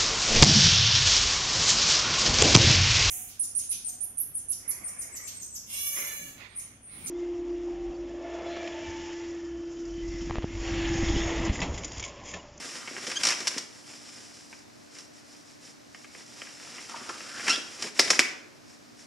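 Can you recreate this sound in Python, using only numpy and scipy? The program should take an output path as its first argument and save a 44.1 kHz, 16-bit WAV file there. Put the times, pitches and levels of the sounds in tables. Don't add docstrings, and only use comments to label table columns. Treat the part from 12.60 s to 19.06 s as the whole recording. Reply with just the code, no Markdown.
import sys
import numpy as np
from scipy import signal
from scipy.fft import rfft, irfft
from scipy.io import wavfile

SR = 44100
rng = np.random.default_rng(int(sys.argv[2]) if len(sys.argv) > 2 else 0)


def store_pcm(level_fs):
    pcm = np.round(np.clip(level_fs, -1, 1) * 32767).astype(np.int16)
    wavfile.write(sys.argv[1], SR, np.atleast_2d(pcm).T)


N = 284886
TIME = np.arange(N) / SR

# frequency in Hz, relative density in dB per Hz.
AIR_PUFF = [(40, -35), (110, -18), (230, -1.5), (400, 2), (600, -5.5), (1000, -28), (3000, -89)]
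SLAP_TONE = [(200, -31.5), (550, -4.5), (900, 4), (1350, 9), (1800, -14), (3500, -32), (9000, -59)]
MEMBRANE_TONE = [(500, -19.5), (1200, -17.5), (1600, 8.5), (2200, 10.5), (2800, 4), (3200, -1.5),
                 (3900, -39), (9000, -36)]
CRACKLE_TONE = [(1200, -53), (3000, -9.5), (4000, -5), (4900, -1.5), (5550, 4.5), (6400, -6.5),
                (7200, -4.5), (8200, -12.5), (10000, -16), (12500, -31.5), (16000, -71.5)]


def from_db(db):
    return 10 ** (np.asarray(db) / 20)


def rms_one(x):
    return x / np.sqrt(np.mean(x ** 2) + 1e-20)


def in_time(rows):
    s, *columns = np.transpose(rows)
    return [np.interp(TIME, s, column) for column in columns]


def at_hz(points, hz):
    f, value = np.transpose(points)
    return np.interp(np.log(hz), np.log(f), value)


def drift(rate):
    knots = rng.standard_normal(N // 4)
    return np.interp(TIME * rate, np.arange(len(knots)), knots) / np.sqrt(2 / 3)


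def response(spectrum, size=1024):
    hz = np.maximum(np.fft.rfftfreq(size, 1 / SR), 1)
    cepstrum = irfft(np.log(from_db(at_hz(spectrum, hz))))
    cepstrum[1:size // 2] *= 2
    cepstrum[size // 2 + 1:] = 0
    h = irfft(np.exp(rfft(cepstrum)))
    return h / np.linalg.norm(h)


def colour(x, spectrum):
    return signal.fftconvolve(x, response(spectrum))[:len(x)]


def band_filter(edges_hz):
    return signal.butter(2, edges_hz, "band", fs=SR, output="sos")


def stereo(mid, side):
    return np.array([mid + side, mid - side])


def add(track, s, sound):
    start = round(s * SR)
    track[start:start + len(sound)] += sound[:N - start]


def slips(per_s, spread_db, size):
    born = rng.random(size) < per_s / SR
    sign = rng.choice([-1, 1], size)
    strength = from_db(spread_db * np.minimum(rng.exponential(1, size), 4))
    return born * sign * strength


def burst(fade_s, levels_db, parts=(AIR_PUFF, SLAP_TONE, MEMBRANE_TONE, CRACKLE_TONE),
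          rise_s=0.00016, slips_per_s=11000, spread_db=2.5, size=4096):
    fade_s = max(fade_s, .001)
    t = TIME[:size]
    envelope = np.exp(-t / fade_s) * (1 - np.exp(-t / rise_s))
    release = slips(slips_per_s, spread_db, size) * envelope
    sounds = [colour(release, part) for part in parts]
    mix = sum(from_db(db) * x / np.linalg.norm(x) for db, x in zip(levels_db, sounds))
    return mix * np.sqrt(fade_s * SR / 2)


def ringing(hz, width_hz, size=2048):
    edges = np.clip([hz - width_hz / 2, hz + width_hz / 2], 30, .45 * SR)
    ring = signal.sosfilt(band_filter(edges), signal.unit_impulse(size))
    return ring / np.abs(ring).max()


def background(waver_db=0.5, wander=0.23):
    # frequency in Hz, relative density in dB per Hz.
    floor_tone = [(15, -51), (25, -26), (123, -1), (180, -4.5), (229, 0), (309, -2.5), (503, -8.5),
                  (591, -5), (962, -10), (1840, -10), (3250, -15), (5430, -10), (7510, -16.5),
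                  (14400, -32.5), (16000, -48)]
    # frequency in Hz, side against mid in dB.
    floor_side = [(40, -4), (120, 1.5), (290, 5.5), (700, 4), (2500, -2), (5500, -7.5), (8000, -7),
                  (13000, -1.5)]
    # hum frequency in Hz, level in dB.
    hum_tones = [(240, -67.5), (297, -64), (594, -81)]
    floor_db = -56
    freqs = np.maximum(np.fft.rfftfreq(N, 1 / SR), 1)
    mid, side = rfft(rng.standard_normal((2, N))) * from_db(at_hz(floor_tone, freqs))
    mid, side = irfft(mid, N), irfft(side * from_db(at_hz(floor_side, freqs)), N)
    hum = np.zeros(N)
    for hz, db in hum_tones:
        level = np.sqrt(2) * from_db(db + waver_db * drift(20))
        hum += level * np.sin(2 * np.pi * hz * TIME + wander * drift(14))
    return from_db(floor_db) * stereo(mid, side) / np.std(mid) + hum


def workshop(x, early_db=-7, early_s=0.009, tail_db=-10, build_s=0.018, gap_s=0.0015, size=32768):
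    # frequency in Hz, side against mid in dB.
    room_side = [(60, -5), (130, -2), (300, -8), (700, -1), (2400, -3.5), (5300, -11), (8000, -13),
                 (13000, 8.5)]
    # frequency in Hz, time for the tail to fall 60 dB in seconds.
    tail_t60 = [(100, 0.52), (500, 0.92), (2200, 0.51), (5500, 0.47), (12000, 0.31)]
    t, echo = TIME[:size], np.zeros((2, size))
    early = np.array([slips(6000, 2.1, size) for _ in range(2)])
    early *= np.exp(-t / early_s) * (t > gap_s)
    early *= from_db(early_db) / np.linalg.norm(early, axis=1, keepdims=True)
    edges = np.geomspace(60, 18000, 13)
    for low, high in zip(edges, edges[1:]):
        hz = np.sqrt(low * high)
        shape = from_db(-60 * t / at_hz(tail_t60, hz)) * (1 - np.exp(-t / build_s))
        tail = from_db(tail_db) * rng.standard_normal((2, size)) * shape / np.linalg.norm(shape)
        mid, side = signal.sosfilt(band_filter([low, high]), early + tail)
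        echo += stereo(mid, side * from_db(at_hz(room_side, hz)))
    return signal.fftconvolve(x[None], echo, axes=1)[:, :N]


def effort():
    # time in seconds, level of the rubbing in dB.
    pulls = [
        [(0, -43), (.16, -42), (.22, -48), (.42, -45.5), (.5, -38.5), (.58, -44.5), (.68, -34), (.77, -43),
         (.99, -45), (1.07, -57)],
        [(3.66, -55.5), (3.78, -49), (3.98, -51.5), (4.12, -47.5), (4.68, -47), (4.82, -43), (4.9, -34),
         (5.03, -49.5), (5.2, -48)],
    ]
    # middle in seconds, length in seconds, level in dB.
    strokes = [(1.164, 0.18, -52), (1.32, 0.19, -48.5), (1.47, 0.26, -50), (1.612, 0.21, -50),
               (1.773, 0.27, -52.5), (1.94, 0.22, -55.5), (2.22, 0.27, -63.5), (2.384, 0.17, -50.5),
               (2.576, 0.1, -55), (2.742, 0.23, -55.5), (2.898, 0.13, -56), (3.066, .15, -51.5),
               (3.416, 0.27, -56), (3.582, 0.18, -50.5), (5.244, 0.12, -39), (5.438, 0.2, -37),
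               (5.548, 0.086, -38), (6.112, 0.12, -57), (6.41, 0.1, -53)]
    stroke_shape = 0.86
    power = np.full(N, 1e-9)
    for curve in pulls:
        on = (TIME >= curve[0][0]) & (TIME < curve[-1][0])
        power += from_db(in_time(curve)[0]) ** 2 * on
    for s, length_s, level_db in strokes:
        on = np.abs(TIME - s) < length_s / 2
        swell = np.abs(np.cos(np.pi * (TIME[on] - s) / length_s)) ** stroke_shape
        power[on] += (from_db(level_db) * swell) ** 2
    return np.sqrt(power)


def rubbing(gain, rustle_flutter_db=1.8, hiss_flutter_db=1.15):
    # frequency in Hz, relative density in dB per Hz.
    rustle_tone = [(60, -17), (150, -7.5), (280, 1.5), (600, -2.5), (900, -4.5), (1400, -2), (1900, -0.5),
                   (2500, -1), (3300, -4.5), (5500, -11), (14000, -59)]
    hiss_tone = [(1000, -27), (3000, -11.5), (4200, -11.5), (4900, -2.5), (5500, 1), (6400, -7), (7300, -4),
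                 (8200, -11.5), (10000, -13.5), (12500, -31.5), (16000, -53)]
    rustle_db, firm_db = -1.96, -47
    rustle_loss = 0.83
    grip = drift(110)
    rustle = slips(3000, 1.86, N) * from_db(rustle_flutter_db * grip)
    rustle = rms_one(colour(rustle, rustle_tone))
    hiss = slips(16000, 1.4, N) * from_db(hiss_flutter_db * grip)
    hiss = rms_one(colour(hiss, hiss_tone))
    firmness = np.minimum(gain / from_db(firm_db), 1)
    return gain * (from_db(rustle_db) * firmness ** rustle_loss * rustle + hiss)


def chafing(width_hz=750, catch_db=3.5):
    # time in seconds, pitch in Hz, level in dB.
    chafes = [
        [(.13, 1360, -62), (.18, 1330, -59), (.25, 1323, -53), (.31, 1302, -58)],
        [(4.3, 1148, -59), (4.345, 1150, -48), (4.4, 1199, -55), (4.5, 1342, -50), (4.6, 1445, -59),
         (4.7, 1517, -51), (4.8, 1588, -42), (4.87, 1580, -54)],
    ]
    out = np.zeros(N)
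    for curve in chafes:
        hz, level_db = in_time(curve)
        on = (TIME > curve[0][0]) & (TIME < curve[-1][0])
        phase = 2 * np.pi * np.cumsum(hz) / SR
        level = on * from_db(level_db + catch_db * drift(90))
        out += level * (drift(width_hz) * np.cos(phase) + drift(width_hz) * np.sin(phase))
    return out


def flapping(gain):
    # start in seconds, fade in seconds, level in dB,
    # sharpness (extra crackle) in dB.
    folds = [(.274, 0.0096, -34, -6), (0.3646, 0.0046, -31.5, -10), (.379, 0.009, -38.5, -7),
             (.467, 0.0085, -35.5, 9.5), (.515, 0.0098, -33, 4), (.611, 0.0047, -35, 5),
             (0.803, 0.0096, -39.5, 10.5), (0.8708, 0.0065, -27, 10.5), (0.8763, 0.0062, -36, 23),
             (.942, 0.0042, -38, -3), (.974, 0.0049, -35, 2), (0.9799, 0.0074, -35.5, 15.5),
             (1.927, 0.0052, -40.5, -9), (2.364, 0.0097, -48, -1), (2.385, 0.0085, -50, 15),
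             (3.346, 0.0058, -40, -4), (3.443, 0.007, -43.5, -6), (3.548, 0.0057, -41, -7),
             (3.605, .008, -49.5, -3), (3.817, 0.0044, -33.5, -4), (3.869, 0.0058, -42, 1),
             (3.998, .005, -45.5, -7), (4.181, 0.011, -39.5, -13), (4.294, .006, -48.5, 13),
             (4.36, 0.0079, -41, -4), (4.491, 0.016, -39, 5), (4.604, 0.012, -41.5, -1),
             (4.795, .013, -37, -8), (4.866, .01, -29, -2), (4.8794, 0.011, -21.5, 1.5),
             (4.895, 0.012, -33.5, 16), (5.2231, 0.0074, -35.5, 14), (5.238, 0.0068, -38, -2),
             (5.531, 0.0054, -26, -1)]
    fold_parts_db = [-11.5, -7, 0.5, -4.5]
    # start in seconds, fade in seconds, level in dB.
    puffs = [(.311, 0.003, -35), (0.348, 0.0029, -38.5), (0.378, .005, -37), (0.477, 0.013, -36),
             (.802, 0.0094, -37), (0.963, 0.0048, -32.5), (.974, 0.0026, -38), (3.817, 0.0043, -43.5),
             (4.411, 0.0094, -41.5), (4.491, .014, -40), (4.976, 0.019, -38), (5.2227, .005, -43),
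             (5.243, 0.014, -35)]
    # start in seconds, fade in seconds, level in dB.
    flops = [(4.069, 0.0046, -45), (4.294, .006, -41), (4.342, .0085, -33), (4.361, .009, -41),
             (4.411, .006, -43), (4.491, 0.017, -34), (4.554, .005, -43)]
    small_folds, small_fold_db, small_fold_fade_s = 70, -1, 0.0063
    small = []
    for i in rng.integers(0, N, size=small_folds):
        small.append((i / SR, small_fold_fade_s, 20 * np.log10(gain[i]) + small_fold_db, 0))
    out = np.zeros(N)
    for s, fade_s, level_db, sharpness_db in [*folds, *small]:
        parts_db = np.add(fold_parts_db, [0, 0, 0, sharpness_db]) + level_db
        add(out, s, burst(fade_s, parts_db))
    for events, part in ((puffs, AIR_PUFF), (flops, SLAP_TONE)):
        for s, fade_s, level_db in events:
            add(out, s, burst(fade_s, [level_db], [part]))
    return out


def juddering():
    judder_parts_db = [-49, -34, -28, -19]
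    start_s, step_s, catches, fade_s = .6335, .0176, 6, 0.01
    hold_s, dulling_db_per_s = 0.043, 186
    out = np.zeros(N)
    *body_db, crackle_db = judder_parts_db
    for t in step_s * np.arange(catches):
        dulling_db = dulling_db_per_s * max(t - hold_s, 0)
        add(out, start_s + t, burst(fade_s, [*body_db, crackle_db - dulling_db]))
    return out


def squeaking(jitter=.085, shimmer_db=6.0):
    # loudest moment in seconds, rise in seconds, fall in seconds, slips per second, level in dB,
    # roughness at the loudest moment (0-1).
    squeaks = [(.574, .021, .01, 1606, -24.5, .13), (4.901, .01, 0.039, 1355, -18.5, .25),
               (4.941, .035, 0.025, 1600, -27.5, 0.36)]
    # multiple of the slip rate, relative level in dB.
    squeak_harmonics = [
        [(1, -8), (2, 2), (3, -7), (4, -1.5), (5, -30), (6, -22)],
        [(1, -6.5), (2, -1), (3, -8), (4, 0.5), (5, -14), (6, -27), (7, -21)],
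        [(1, -6), (2, 1), (3, -2), (4, -20), (5, -16)],
    ]
    range_db = 17.5
    glide, glide_s = 0.044, 0.015
    rasp = 2.2
    out = np.zeros(N)
    for (s, rise_s, fall_s, hz, level_db, roughness), harmonics in zip(squeaks, squeak_harmonics):
        on = (TIME > s - rise_s) & (TIME < s + fall_s)
        t = TIME[on] - s
        away = np.maximum(-t / rise_s, t / fall_s)
        rough = roughness * (1 + rasp * away)
        rate = hz * (1 + glide * np.tanh(t / glide_s) + jitter * rough * drift(1500)[on])
        phase = 2 * np.pi * np.cumsum(rate) / SR
        tone = np.zeros(len(t))
        for k, db in harmonics:
            tone += from_db(db) * np.sin(round(k) * phase + rng.uniform(0, 2 * np.pi))
        shimmer = shimmer_db * rough * drift(700)[on]
        out[on] += rms_one(tone) * from_db(level_db - range_db * away + shimmer)
    return out


def snapping(thud_width_hz=330, thud_db=-18):
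    # hit in seconds, flight in seconds, crackle in flight in dB,
    # membrane in Hz, membrane width in Hz, membrane level in dB, crack in Hz, crack width in Hz,
    # crack level in dB, thud in Hz.
    snaps = [(5.3956, 0.0046, -17, 1950, 890, -7.5, 4860, 1300, 0, 450),
             (5.5062, .0048, -11, 2130, 1050, -25, 5650, 1200, -4.5, 420),
             (5.593, 0.00141, -16, 2260, 870, 0.5, 5970, 3440, -2.5, 383)]
    # air puff, slap and membrane in dB.
    whip_parts_db = [-27.5, -23, -16]
    settle_delay_s, settle_fade_s = .002, 0.012
    settle_puff_db, settle_slap_db = -31, -31
    settle_membrane_db, settle_crackle_db = -24, -15
    out = np.zeros(N)
    for (s, flight_s, crackle_db, membrane_hz, membrane_width_hz, membrane_db,
         crack_hz, crack_width_hz, crack_db, thud_hz) in snaps:
        whip = burst(flight_s, [*whip_parts_db, crackle_db], rise_s=flight_s / 2)
        add(out, s - flight_s, whip)
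        add(out, s, from_db(membrane_db) * ringing(membrane_hz, membrane_width_hz))
        add(out, s, from_db(crack_db) * ringing(crack_hz, crack_width_hz))
        thud_gain = from_db(max(membrane_db, crack_db) + thud_db)
        add(out, s, thud_gain * ringing(thud_hz, thud_width_hz))
        settle_db = [settle_puff_db, settle_slap_db,
                     membrane_db + settle_membrane_db, crack_db + settle_crackle_db]
        add(out, s + settle_delay_s, burst(settle_fade_s, settle_db))
    return out


def scene():
    glove_low_hz = 85.5
    gain = effort()
    gloves = rubbing(gain) + chafing() + flapping(gain) + juddering() + squeaking() + snapping()
    gloves = signal.sosfilt(signal.butter(2, glove_low_hz, "high", fs=SR, output="sos"), gloves)
    return background() + workshop(gloves) + gloves


def record(dry, top=1.0, cutoff_hz=15300):
    treble_cut = signal.ellip(10, .1, 80, cutoff_hz, fs=SR, output="sos")
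    return signal.sosfilt(treble_cut, np.clip(dry, -top, top))


dry = scene()
out = record(dry)
store_pcm(out)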